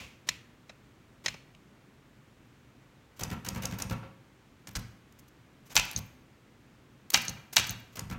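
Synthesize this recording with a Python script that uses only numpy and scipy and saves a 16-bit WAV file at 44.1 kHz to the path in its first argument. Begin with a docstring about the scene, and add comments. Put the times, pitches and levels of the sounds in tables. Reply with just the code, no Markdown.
"""A few dry ratchet clicks as a platen is turned: a portable manual typewriter on a desk in a quiet room,
one small microphone close by. The space bar is tapped four times, the carriage is stepped back,
three letters are struck and one more space follows. Levers scrape, type slugs crack on the platen
and the blows ring the steel frame; each jolt thuds into the desk and rattles the casing."""
import sys
import numpy as np
from scipy import signal
from scipy.fft import rfft, irfft
from scipy.io import wavfile

SR = 44100
rng = np.random.default_rng(int(sys.argv[2]) if len(sys.argv) > 2 else 0)


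def bounce(signal):
    """Save signal as a 16-bit WAV file at the path given by the first command-line argument."""
    frames = np.transpose(np.atleast_2d(signal))
    limited = np.clip(frames, -1, 1)
    pcm = np.round(limited * 32767).astype(np.int16)
    wavfile.write(sys.argv[1], SR, pcm)


N = 360738

# Platen ratchet clicks. Each row: start in seconds, level in dB, decay in seconds, treble in dB.
RATCHET_CLICKS = [(.2884, -20, 0.0031, 8), (.694, -42, 0.005, -24), (1.2600, -19.5, 0.0041, -14),
                  (1.2808, -25, 0.0047, -9), (1.341, -44, 0.0035, -12)]
# Typed letters. Each row: key press, strike and landing times in seconds; strike, landing and key
# levels in dB; key scrape length in seconds; key treble in dB.
KEYSTROKES = [(5.694, 5.7657, 5.962, -13, -28, -46, .026, -8),
              (7.102, 7.1437, 7.281, -13, -28.5, -36, .0038, 13),
              (7.526, 7.5675, 7.694, -12.5, -29, -39.5, .011, 6)]
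# The carriage halts. Each row: delay in seconds, thud in dB re step, rattle in dB re thud.
HALT_JOLT = [(.026, -10, -16)]
# Tone of the dull casing and of loose steel parts. Each row: frequency in Hz, gain in dB.
CASING_TONE = [(80, -6.5), (190, 6), (350, -3), (550, 1.5), (700, -3), (920, -1.5), (1100, -5), (1350, -3),
               (2400, -8), (4000, -17), (9000, -41), (16000, -40.5)]
CLATTER_TONE = [(100, -17), (380, -20), (600, -2.5), (900, -6.5), (1200, -1.5), (1600, -1), (2500, 12),
                (4000, 0), (6500, -2.5), (9000, -12.5), (16000, -16)]


def from_db(db):
    return 10 ** (np.asarray(db) / 20)


def at_hz(points, hz):
    """Read a table on a log-frequency axis."""
    known_hz, values = np.transpose(points)
    return np.interp(np.log(hz + 1), np.log(known_hz), values)


def add(track, s, sound):
    """Mix a sound into a track from s seconds on."""
    start = max(round(s * SR), 0)
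    track[start:start + len(sound)] += sound[:N - start]


def colour(x, spectrum, size=8192):
    """Minimum-phase filter that keeps the power of white noise."""
    gain = from_db(at_hz(spectrum, np.arange(size // 2 + 1) * SR / size))
    cepstrum = irfft(np.log(gain))
    cepstrum[1:size // 2] *= 2
    cepstrum[size // 2 + 1:] = 0
    response = irfft(np.exp(rfft(cepstrum)))
    return signal.oaconvolve(x, response / np.linalg.norm(response))[:N]


def ring(clicks, hz, t60):
    """A unit click starts a sine of height 1 that falls 60 dB in t60 seconds."""
    radius = np.exp(-np.log(1000) / (t60 * SR))
    angle = 2 * np.pi * hz / SR
    return signal.lfilter([0, np.sin(angle)], [1, -2 * radius * np.cos(angle), radius ** 2], clicks + 1e-18)


def ring_modes(x, modes, gain_db):
    """A body rings in all its modes, neighbours in opposite senses."""
    return sum(ring(x, hz, t60) * from_db(mode_db + gain_db) * (-1) ** k
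               for k, (hz, mode_db, t60) in enumerate(modes))


def resonate(x, modes):
    """The short-lived modes of a small part lift their own pitches out of each contact."""
    out = x
    for hz, lift_db, t60 in modes:
        b, a = signal.iirpeak(hz, np.pi * hz * t60 / np.log(1000), fs=SR)
        out = out + (from_db(lift_db) - 1) * signal.lfilter(b, a, x)
    return out


def soft_push(length_s):
    """A smooth pulse of force with unit area."""
    push = np.sin(np.pi * np.minimum(np.arange(SR // 20) / (length_s * SR), 1)) ** 2
    return push / push.sum()


def chatter(decay_s, rise_s, grain_db=3, size=16384):
    """One metal contact: a swarm of tiny uneven impacts that swells and dies."""
    t = np.arange(size) / SR
    envelope = (1 - np.exp(-t / rise_s)) * np.exp(-np.minimum(t / decay_s, 20))
    impacts, sizes = rng.standard_normal((2, size))
    swarm = envelope * impacts * from_db(grain_db * sizes)
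    return swarm * np.sqrt(decay_s * SR / 2) / np.linalg.norm(swarm)


def scrape(length_s, grain_db=4, size=4096):
    """A lever slides over its guide: the grit swells with its speed and stops with it."""
    progress = np.arange(size) / (length_s * SR)
    speed = progress * np.exp(-np.minimum(progress ** 2, 20))
    impacts, sizes = rng.standard_normal((2, size))
    grit = speed * impacts * from_db(grain_db * sizes)
    return grit * np.sqrt(length_s * SR / 2) / np.linalg.norm(grit)


def contacts(rows, spectrum, touch, treble_hz=7000, **shape):
    """All chatters or scrapes of one part; each has its own level, length and brightness."""
    track = np.zeros(N)
    b, a = signal.butter(1, treble_hz, "high", fs=SR)
    for s, level_db, length_s, treble_db in rows:
        swarm = touch(length_s, **shape)
        treble = (from_db(treble_db) - 1) * signal.lfilter(b, a, swarm)
        add(track, s, from_db(level_db) * (swarm + treble))
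    return colour(track, spectrum)


def after(s, level_db, stages):
    """Contacts at set delays from an action, scaled by its strength."""
    return [(s + delay_s, level_db + relative_db, *rest) for delay_s, relative_db, *rest in stages]


def along(start_s, end_s, level_db, stages):
    """Contacts at set places along a movement: a slower movement spreads them out."""
    return [(start_s + share * (end_s - start_s), level_db + relative_db, *rest)
            for share, relative_db, *rest in stages]


def room_tone(level_db=-58.6):
    """The still air of the room: a faint, low hush."""
    # Each row: frequency in Hz, gain in dB.
    air_tone = [(25, -9), (60, -5.5), (100, -6), (130, 1), (175, -7), (240, -4), (400, -12), (700, -18.5),
                (1200, -18.5), (2200, -21.5), (3200, -25.5), (5000, -32), (7000, -33), (10500, -41),
                (14000, -40.5)]
    return from_db(level_db) * colour(rng.standard_normal(N), air_tone)


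def room_reflections(x, wet_db=-12.6, build_s=.0027):
    """Diffuse reflections build up, then die at their own rate in each band."""
    # Reverberation. Each row: frequency in Hz, t60 in seconds.
    decay_times = [(100, 0.39), (500, 0.85), (2500, 0.54), (6000, .48), (14000, 0.62)]
    # Its tone. Each row: frequency in Hz, gain in dB.
    reverb_tone = [(100, 5), (800, -2.5), (2400, 2.2), (4000, -2.5), (7000, -7), (14000, -6.5)]
    t, response = np.arange(SR) / SR, 0
    edges_hz = np.geomspace(40, 17000, 13)
    for low, high in zip(edges_hz, edges_hz[1:]):
        band_pass = signal.butter(2, [low, high], "band", fs=SR, output="sos")
        band = signal.sosfilt(band_pass, rng.standard_normal(SR))
        t60 = at_hz(decay_times, np.sqrt(low * high))
        response += band * np.exp(-np.log(1000) * t / t60)
    response *= 1 - np.exp(-t / build_s)
    wet = signal.oaconvolve(x, response / np.linalg.norm(response))[:N]
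    return from_db(wet_db) * colour(wet, reverb_tone)


def lingering_ring(level_db=-45):
    """At the start the type basket is still ringing faintly from an earlier blow."""
    track = np.zeros(N)
    add(track, 0, from_db(level_db) * chatter(decay_s=.065, rise_s=.00084))
    return colour(track, CLATTER_TONE)


def desk_thuds(jolts, push_s=.0029, spread_db=1.5, rock_s=.043, rock_db=-9):
    """Soft pushes ring the desk, and the machine rocks back a moment later."""
    # Each row: frequency in Hz, level in dB, t60 in seconds.
    desk_modes = [(58.4, -5.5, .16), (84, -1.5, 0.082), (111.7, 1, 0.18), (134, -6, 0.08), (157, 1, 0.066),
                  (189, 2.5, 0.084), (228.5, -9, 0.16), (290, -4, 0.037)]
    out = np.zeros(N)
    strengths = from_db(spread_db * rng.standard_normal((len(jolts), len(desk_modes))))
    for (hz, mode_db, t60), strength in zip(desk_modes, strengths.T):
        pushes = np.zeros(N)
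        for (s, thud_db, _), share in zip(jolts, strength):
            force = from_db(thud_db + mode_db) * share * soft_push(push_s)
            add(pushes, s, force)
            add(pushes, s + rock_s * rng.uniform(.9, 1.1), from_db(rock_db) * force)
        out = ring(pushes, hz, t60) - out   # neighbouring modes swing in opposite senses
    return out


def casing_rattle(jolts, direct_db=-1):
    """Each jolt rattles the thin, loose panels, which add a hollow ring."""
    # Each row: frequency in Hz, level in dB, t60 in seconds.
    panel_modes = [(544, -13, .4), (640, -2, .04), (738, -16, .2), (915, -11, .3), (945, -5, .04),
                   (1130, -13, .35), (1357, -11, .25), (1825, -10, .07), (2600, -4, .012)]
    rattle = np.zeros(N)
    for s, thud_db, rattle_db in jolts:
        add(rattle, s, from_db(thud_db + rattle_db) * chatter(decay_s=.034, rise_s=.005))
    hollow = ring_modes(rattle, panel_modes, gain_db=-30.5)
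    return from_db(direct_db) * colour(rattle, CASING_TONE) + hollow


def carriage_lurches(push_s=.012):
    """The stopping carriage shoves the whole machine on its rubber feet."""
    # Each row: start in seconds, level in dB.
    lurches = [(4.752, -26), (5.772, -29), (5.95, -38), (7.70, -41)]
    pushes = np.zeros(N)
    for s, level_db in lurches:
        add(pushes, s, from_db(level_db) * soft_push(push_s))
    return ring(pushes, hz=52, t60=.13)


def frame_ring(blows):
    """Every blow rings the same modes of the steel frame and type basket."""
    # Each row: frequency in Hz, level in dB, t60 in seconds.
    steel_modes = [(956, -3, .12), (911, -6, .15), (1561, 0, .2), (1978, 4, 0.2), (2060, 1, .18),
                   (2283, 3, .22), (2410, 2, .22), (2476, 4, .22), (2650, 0, .2), (2780, -4, 0.22),
                   (2853, -2, .2), (3144, -2, .16), (3230, -3, .18), (3741, -6, .16), (4118, -2, .16),
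                   (4264, -1, .18), (4405, -3, .18), (4638, -7, .16), (5225, -7, .14), (5435, -7, .15),
                   (6089, -6, .14), (6334, -6, .14)]
    return ring_modes(blows, steel_modes, gain_db=-68)


def key_springs():
    """The key springs give thin, very high pings."""
    # Each row: start in seconds, level in dB, decay in seconds, treble in dB.
    pings = [(3.192, -46, .004, 0), (3.447, -47, .004, 0), (3.621, -46, .004, 0), (3.785, -44, .004, 0),
             (4.731, -55, .004, 0), (5.988, -45, .004, 0), (6.059, -56, .004, 0), (7.705, -32, .003, 0),
             (7.721, -46, .002, 0), (7.799, -54, .003, 0), (7.955, -45, .004, 0)]
    # Each row: frequency in Hz, gain in dB.
    spring_tone = [(4000, -45), (13000, -30), (14200, -12), (14650, 0), (15100, -12), (16000, -26)]
    return contacts(pings, spring_tone, chatter, rise_s=.001)


def loose_parts(shakes):
    """The platen knocks dully in its bearings; type bars tick together and the shaken carriage clatters."""
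    # Each row: start in seconds, level in dB, decay in seconds, treble in dB.
    bearing_knocks = [(.696, -46, .007, 0), (1.342, -42, .005, 0)]
    bar_ticks = [(1.549, -48, .002, -30)]
    knocks = contacts(bearing_knocks, CASING_TONE, chatter, rise_s=.0006)
    return knocks + contacts(bar_ticks + shakes, CLATTER_TONE, chatter, rise_s=.0006)


def lever_scrapes(scrapes):
    """Links slide in their guides, and keys tick under resting fingers."""
    # Each row: start in seconds, level in dB, length in seconds, treble in dB.
    finger_ticks = [(3.160, -56, .022, -5), (5.122, -61.5, .004, 8), (5.186, -71, 0.011, 21),
                    (5.278, -62.5, 0.0082, 7), (5.652, -59.5, 0.024, 3), (5.744, -47, .006, -2),
                    (7.915, -60, .025, -2)]
    # Each row: frequency in Hz, gain in dB.
    linkage_tone = [(200, 0.5), (1000, -1.5), (2600, -2), (4500, -4), (6300, -0.5), (8500, -8),
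                    (10500, -10), (12500, -4), (16000, -10)]
    return contacts(scrapes + finger_ticks, linkage_tone, scrape)


def platen_action():
    """The pawl rides up each tooth; its drop shakes the carriage and jolts the machine."""
    # Each row: delay in seconds, level in dB re click, length or decay in seconds, treble in dB.
    pawl_climb = [(-.021, -24, .016, -19)]
    carriage_shake = [(.003, -24, .055, -2)]
    # Each row: delay in seconds, thud in dB re click, rattle in dB re thud.
    click_jolt = [(.008, -25, -17)]
    scrapes, shakes, jolts = [], [], []
    for s, level_db, *_ in RATCHET_CLICKS:
        scrapes += after(s, level_db, pawl_climb)
        shakes += after(s, level_db, carriage_shake)
        jolts += after(s, level_db, click_jolt)
    return scrapes, shakes, jolts


def ratchet(click_db=-2, spring_db=-62.5):
    """The pawl drops onto the steel wheel, which clacks; its spring goes on ringing."""
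    # Each row: frequency in Hz, gain in dB, t60 in seconds.
    wheel_modes = [(2020, 7, .014), (3900, 7, .014), (4130, 8, .02), (5240, 12, .02), (6140, 7, .025),
                   (6900, 5, .012)]
    spring_modes = [(2600, -10, .3), (4340, 0, .68), (7350, -7, .3)]
    # Each row: frequency in Hz, gain in dB.
    pawl_tone = [(100, -16), (500, -5), (1000, -5), (1800, -1), (2350, 1.5), (3100, -3), (4050, 0),
                 (4700, -5), (6500, -3), (9000, -17), (16000, -26)]
    clicks = contacts(RATCHET_CLICKS, pawl_tone, chatter, rise_s=.0008)
    clacks = from_db(click_db) * resonate(clicks, wheel_modes)
    return clacks + sum(from_db(spring_db + db) * ring(clacks, hz, t60) for hz, db, t60 in spring_modes)


def space_action():
    """The space bar takes up its links, frees the carriage for one step and springs back."""
    # Each row: press, step and release times in seconds, then their three levels in dB.
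    taps = [(3.191, 3.2337, 3.300, -29.5, -25, -31), (3.445, 3.486, 3.546, -30.5, -25, -31.5),
            (3.619, 3.6532, 3.710, -30, -25, -34), (3.783, 3.8205, 3.896, -30.5, -24.5, -29.5),
            (7.953, 7.9916, 8.098, -33.5, -28, -32.5)]
    # Going down. Each row: share of the travel, level in dB re press, length in seconds, treble in dB.
    take_up = [(.03, -6.5, .007, -4), (.37, -4, .0065, -7), (.15, -15, .03, -6)]
    # The stopping carriage shivers; the released links shake.
    # Each row: delay in seconds, level in dB re press or release, length in seconds, treble in dB.
    shiver = [(.005, -14, .014, -5)]
    link_shake = [(0, -5.5, .0045, -11), (.012, -7.5, .004, -4), (.020, -15, .014, -1)]
    # Each row: share of the travel, thud in dB re press, rattle in dB re thud.
    bottom_stop = [(.48, -4.5, -5.5)]
    # Each row: delay in seconds, thud in dB re release, rattle in dB re thud.
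    upper_stop = [(.010, 2, -9)]
    # Each row: delay in seconds, level in dB re step, length in seconds, treble in dB.
    escapement_trip = [(0, 0, .0033, 0)]
    scrapes, steps, jolts = [], [], []
    for down_s, step_s, up_s, press_db, step_db, release_db in taps:
        scrapes += along(down_s, step_s, press_db, take_up) + after(up_s, release_db, link_shake)
        scrapes += after(step_s, press_db, shiver)
        steps += after(step_s, step_db, escapement_trip)
        jolts += along(down_s, step_s, press_db, bottom_stop) + after(up_s, release_db, upper_stop)
        jolts += after(step_s, step_db, HALT_JOLT)
    return scrapes, steps, jolts


def backspace_action(touch_s=.0035, catch_treble_db=-2, skid_treble_db=-7, skid_s=.006, loss_db=1):
    """A pawl catches the carriage, which then skids back over the escapement by one letter."""
    # Catch and drop times in seconds, then their two levels in dB.
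    stroke = (4.671, 4.752, -36, -27.5)
    # Each row: delay in seconds, level in dB re catch or drop, length in seconds, treble in dB.
    link_drag = [(.004, -12, .012, -2), (.018, -7, .003, -3), (.036, -18, .008, 0)]
    # Each row: delay in seconds, thud in dB re catch or drop, rattle in dB re thud.
    jolt = [(.008, -9, -15)]
    catch_s, drop_s, catch_db, drop_db = stroke
    steps = [(catch_s, catch_db, touch_s, catch_treble_db)]
    steps += [(drop_s + k * skid_s, drop_db - k * loss_db, touch_s, skid_treble_db) for k in range(3)]
    scrapes = after(catch_s, catch_db, link_drag) + after(drop_s, drop_db, link_drag)
    jolts = after(catch_s, catch_db, jolt) + after(drop_s, drop_db, jolt + HALT_JOLT)
    return scrapes, steps, jolts


def carriage_steps(back_steps, space_steps):
    """The carriage clicks back over its dog and forward through the escapement."""
    # Each row: frequency in Hz, gain in dB.
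    dog_tone = [(200, -17), (1200, -3.5), (2500, -5), (4000, -5), (6200, 1), (8200, -7), (10500, -13),
                (12000, -13), (16000, -26)]
    escapement_tone = [(200, -17), (1200, -7), (2500, -8), (4200, -6), (5300, 3), (6500, 6), (7800, -4.5),
                       (9500, -4), (10700, -9), (12300, -5.5), (13800, -15), (16000, -20)]
    return contacts(back_steps, dog_tone, scrape) + contacts(space_steps, escapement_tone, scrape)


def letter_action():
    """A key throws its type bar up, tripping the escapement; the bar recoils and bounces on its rest."""
    # Each row: start in seconds, level in dB, length in seconds, treble in dB.
    link_slips = [(5.716, -46, .003, -4), (5.730, -47, .004, -2), (5.8515, -43, .003, 10),
                  (5.9125, -37, .002, 8), (5.928, -46, .007, 4), (5.973, -44, .009, 7),
                  (5.987, -38, .0035, 4), (7.119, -40, .002, -3), (7.1325, -31, .002, -6),
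                  (7.214, -46, .008, 12), (7.248, -46, .007, 9), (7.292, -42, .006, 7),
                  (7.665, -40, .009, 5), (7.704, -44, .005, 5)]
    # Each row: share of the rise, level in dB re strike, length in seconds, treble in dB.
    rise = [(.35, -33.5, .01, -3), (.83, -12.5, .0042, 6), (.92, -11.5, .0035, -3)]
    # Each row: delay in seconds, level in dB re strike or landing, length in seconds, treble in dB.
    recoil = [(.007, -14, .0035, -5), (.012, -26, .012, 8), (.026, -21, .008, -8)]
    bounces = [(0, 3.5, .0019, 5), (.007, -5, .002, 0), (.012, -5, .003, 0), (.020, -13, .0025, 0),
               (.028, -16, .0025, 0)]
    # Each row: delay in seconds, thud in dB re strike or landing, rattle in dB re thud.
    strike_jolt = [(.013, -23.5, -21)]
    landing_jolt = [(.001, -7, -16)]
    scrapes, landings, jolts = list(link_slips), [], []
    for down_s, hit_s, rest_s, strike_db, landing_db, *key_scrape in KEYSTROKES:
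        scrapes.append((down_s, *key_scrape))
        scrapes += along(down_s, hit_s, strike_db, rise) + after(hit_s, strike_db, recoil)
        landings += after(rest_s, landing_db, bounces)
        jolts += after(hit_s, strike_db, strike_jolt) + after(rest_s, landing_db, landing_jolt)
    return scrapes, landings, jolts


def bar_landings(landings):
    """Falling type bars clink on their rest."""
    # Each row: frequency in Hz, gain in dB.
    rest_tone = [(300, -16), (2500, -21), (3500, -13), (4200, -1), (5200, -12), (6050, 1), (6500, 6.5),
                 (7200, -15), (9500, -17), (11500, -25), (16000, -39)]
    return contacts(landings, rest_tone, chatter, rise_s=.00059)


def type_strikes(crack_db=18.2, bounce_db=13, buzz_db=-7, knock_db=-1.5, clatter_db=-12.5,
                 flight_s=.0018, restitution=.5, loss_db=2, bounces=3):
    """The slug cracks on the platen and bounces ever faster into a buzz; bar and basket clang."""
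    # The loose bar knocks in its guide.
    # Each row: start in seconds, level in dB, decay in seconds, treble in dB.
    guide_knocks = [(5.7707, -18, .0008, -3), (5.7739, -17, .0008, 0), (5.7760, -16, .001, 8),
                    (5.7790, -21, .001, 4), (5.7962, -25, .003, 8), (7.1513, -19, .002, -2),
                    (7.1575, -23, .002, 4), (7.1745, -25, .0025, 7), (7.5724, -18, .0007, 2),
                    (7.5755, -20, .001, -2), (7.5811, -15.5, .0009, 5), (7.5878, -24, .0012, 5),
                    (7.5968, -25, .003, 5), (7.6095, -31, .002, -3), (7.6425, -31, .002, -5)]
    # Type bar and platen. Each row: frequency in Hz, lift in dB, t60 in seconds.
    bar_modes = [(870, 2.5, .009), (1570, 4, .012), (2790, 6.5, .009), (3200, 4, .014), (3850, 7, .01),
                 (4440, 3, .012), (6030, 4, .008), (7420, 5.5, .014)]
    # Each row: frequency in Hz, gain in dB.
    slug_tone = [(100, -34), (380, -21), (600, -8), (880, -5.5), (1150, -10), (1550, -1), (2800, -2.5),
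                 (4500, 4.5), (6000, 6.5), (7200, 1), (9000, -19), (16000, -28)]
    rebound_tone = [(100, -38.5), (380, -27), (600, -3), (860, -1), (1150, -3), (1600, -1), (2300, -2),
                    (2900, 1.5), (4300, -3.5), (6500, -2), (9000, -16), (16000, -24)]
    crack, rebound, basket = np.zeros((3, N))
    for _, s, _, level_db, *_ in KEYSTROKES:
        add(crack, s, from_db([level_db + crack_db]))
        flights = flight_s * restitution ** np.arange(bounces) * rng.uniform(.9, 1.1, bounces)
        for k, lag in enumerate(np.cumsum(flights)):
            add(rebound, s + lag, -from_db([level_db + bounce_db - k * loss_db]))
        add(rebound, s + flight_s, from_db(level_db + buzz_db) * chatter(decay_s=.0022, rise_s=.0004))
        clatter = chatter(decay_s=.019, rise_s=.0026, grain_db=5.5)
        add(basket, s, from_db(level_db + clatter_db) * clatter)
    knocks = from_db(knock_db) * contacts(guide_knocks, rebound_tone, chatter, rise_s=.0002)
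    hits = colour(crack, slug_tone) + colour(rebound, rebound_tone) + knocks
    return resonate(hits, bar_modes) + colour(basket, CLATTER_TONE)


def scene():
    """The mechanism reaches the close microphone directly and through frame, desk and room."""
    # Stray soft thuds and rattles as keys return and the machine rocks.
    # Each row: start in seconds, thud in dB, rattle in dB re thud.
    stray_jolts = [(0.0, -46, -5.5), (4.024, -68, 21), (5.945, -42, -20), (7.365, -60, 7),
                   (7.685, -40, -20), (8.06, -41, -25)]
    letter_scrapes, landings, letter_jolts = letter_action()
    space_scrapes, space_steps, space_jolts = space_action()
    back_scrapes, back_steps, back_jolts = backspace_action()
    pawl_scrapes, shakes, pawl_jolts = platen_action()
    platen = ratchet() + loose_parts(shakes)
    carriage = carriage_steps(back_steps, space_steps)
    bars = bar_landings(landings)
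    levers = lever_scrapes(letter_scrapes + space_scrapes + back_scrapes + pawl_scrapes)
    springs = key_springs()
    blows = type_strikes() + carriage + levers
    jolts = letter_jolts + space_jolts + back_jolts + pawl_jolts + stray_jolts
    machine = blows + frame_ring(blows) + desk_thuds(jolts) + casing_rattle(jolts) + carriage_lurches()
    # ratchet clicks and bar clinks sound dry, with little room echo
    reflections = room_reflections(machine + from_db(-14) * platen + from_db(-9) * bars)
    return (room_tone() + lingering_ring() + reflections + springs + platen + bars + machine)[None]


def record(dry, low_cut_hz=38, high_cut_hz=16000):
    """The small microphone loses the deepest bass; peaks clip at full scale and the top is cut steeply."""
    low_cut = signal.butter(3, low_cut_hz, "high", fs=SR, output="sos")
    high_cut = signal.ellip(10, .1, 70, high_cut_hz, fs=SR, output="sos")
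    clipped = np.clip(signal.sosfilt(low_cut, dry), -1, 1)
    return signal.sosfilt(high_cut, clipped)


dry = scene()
out = record(dry)
bounce(out)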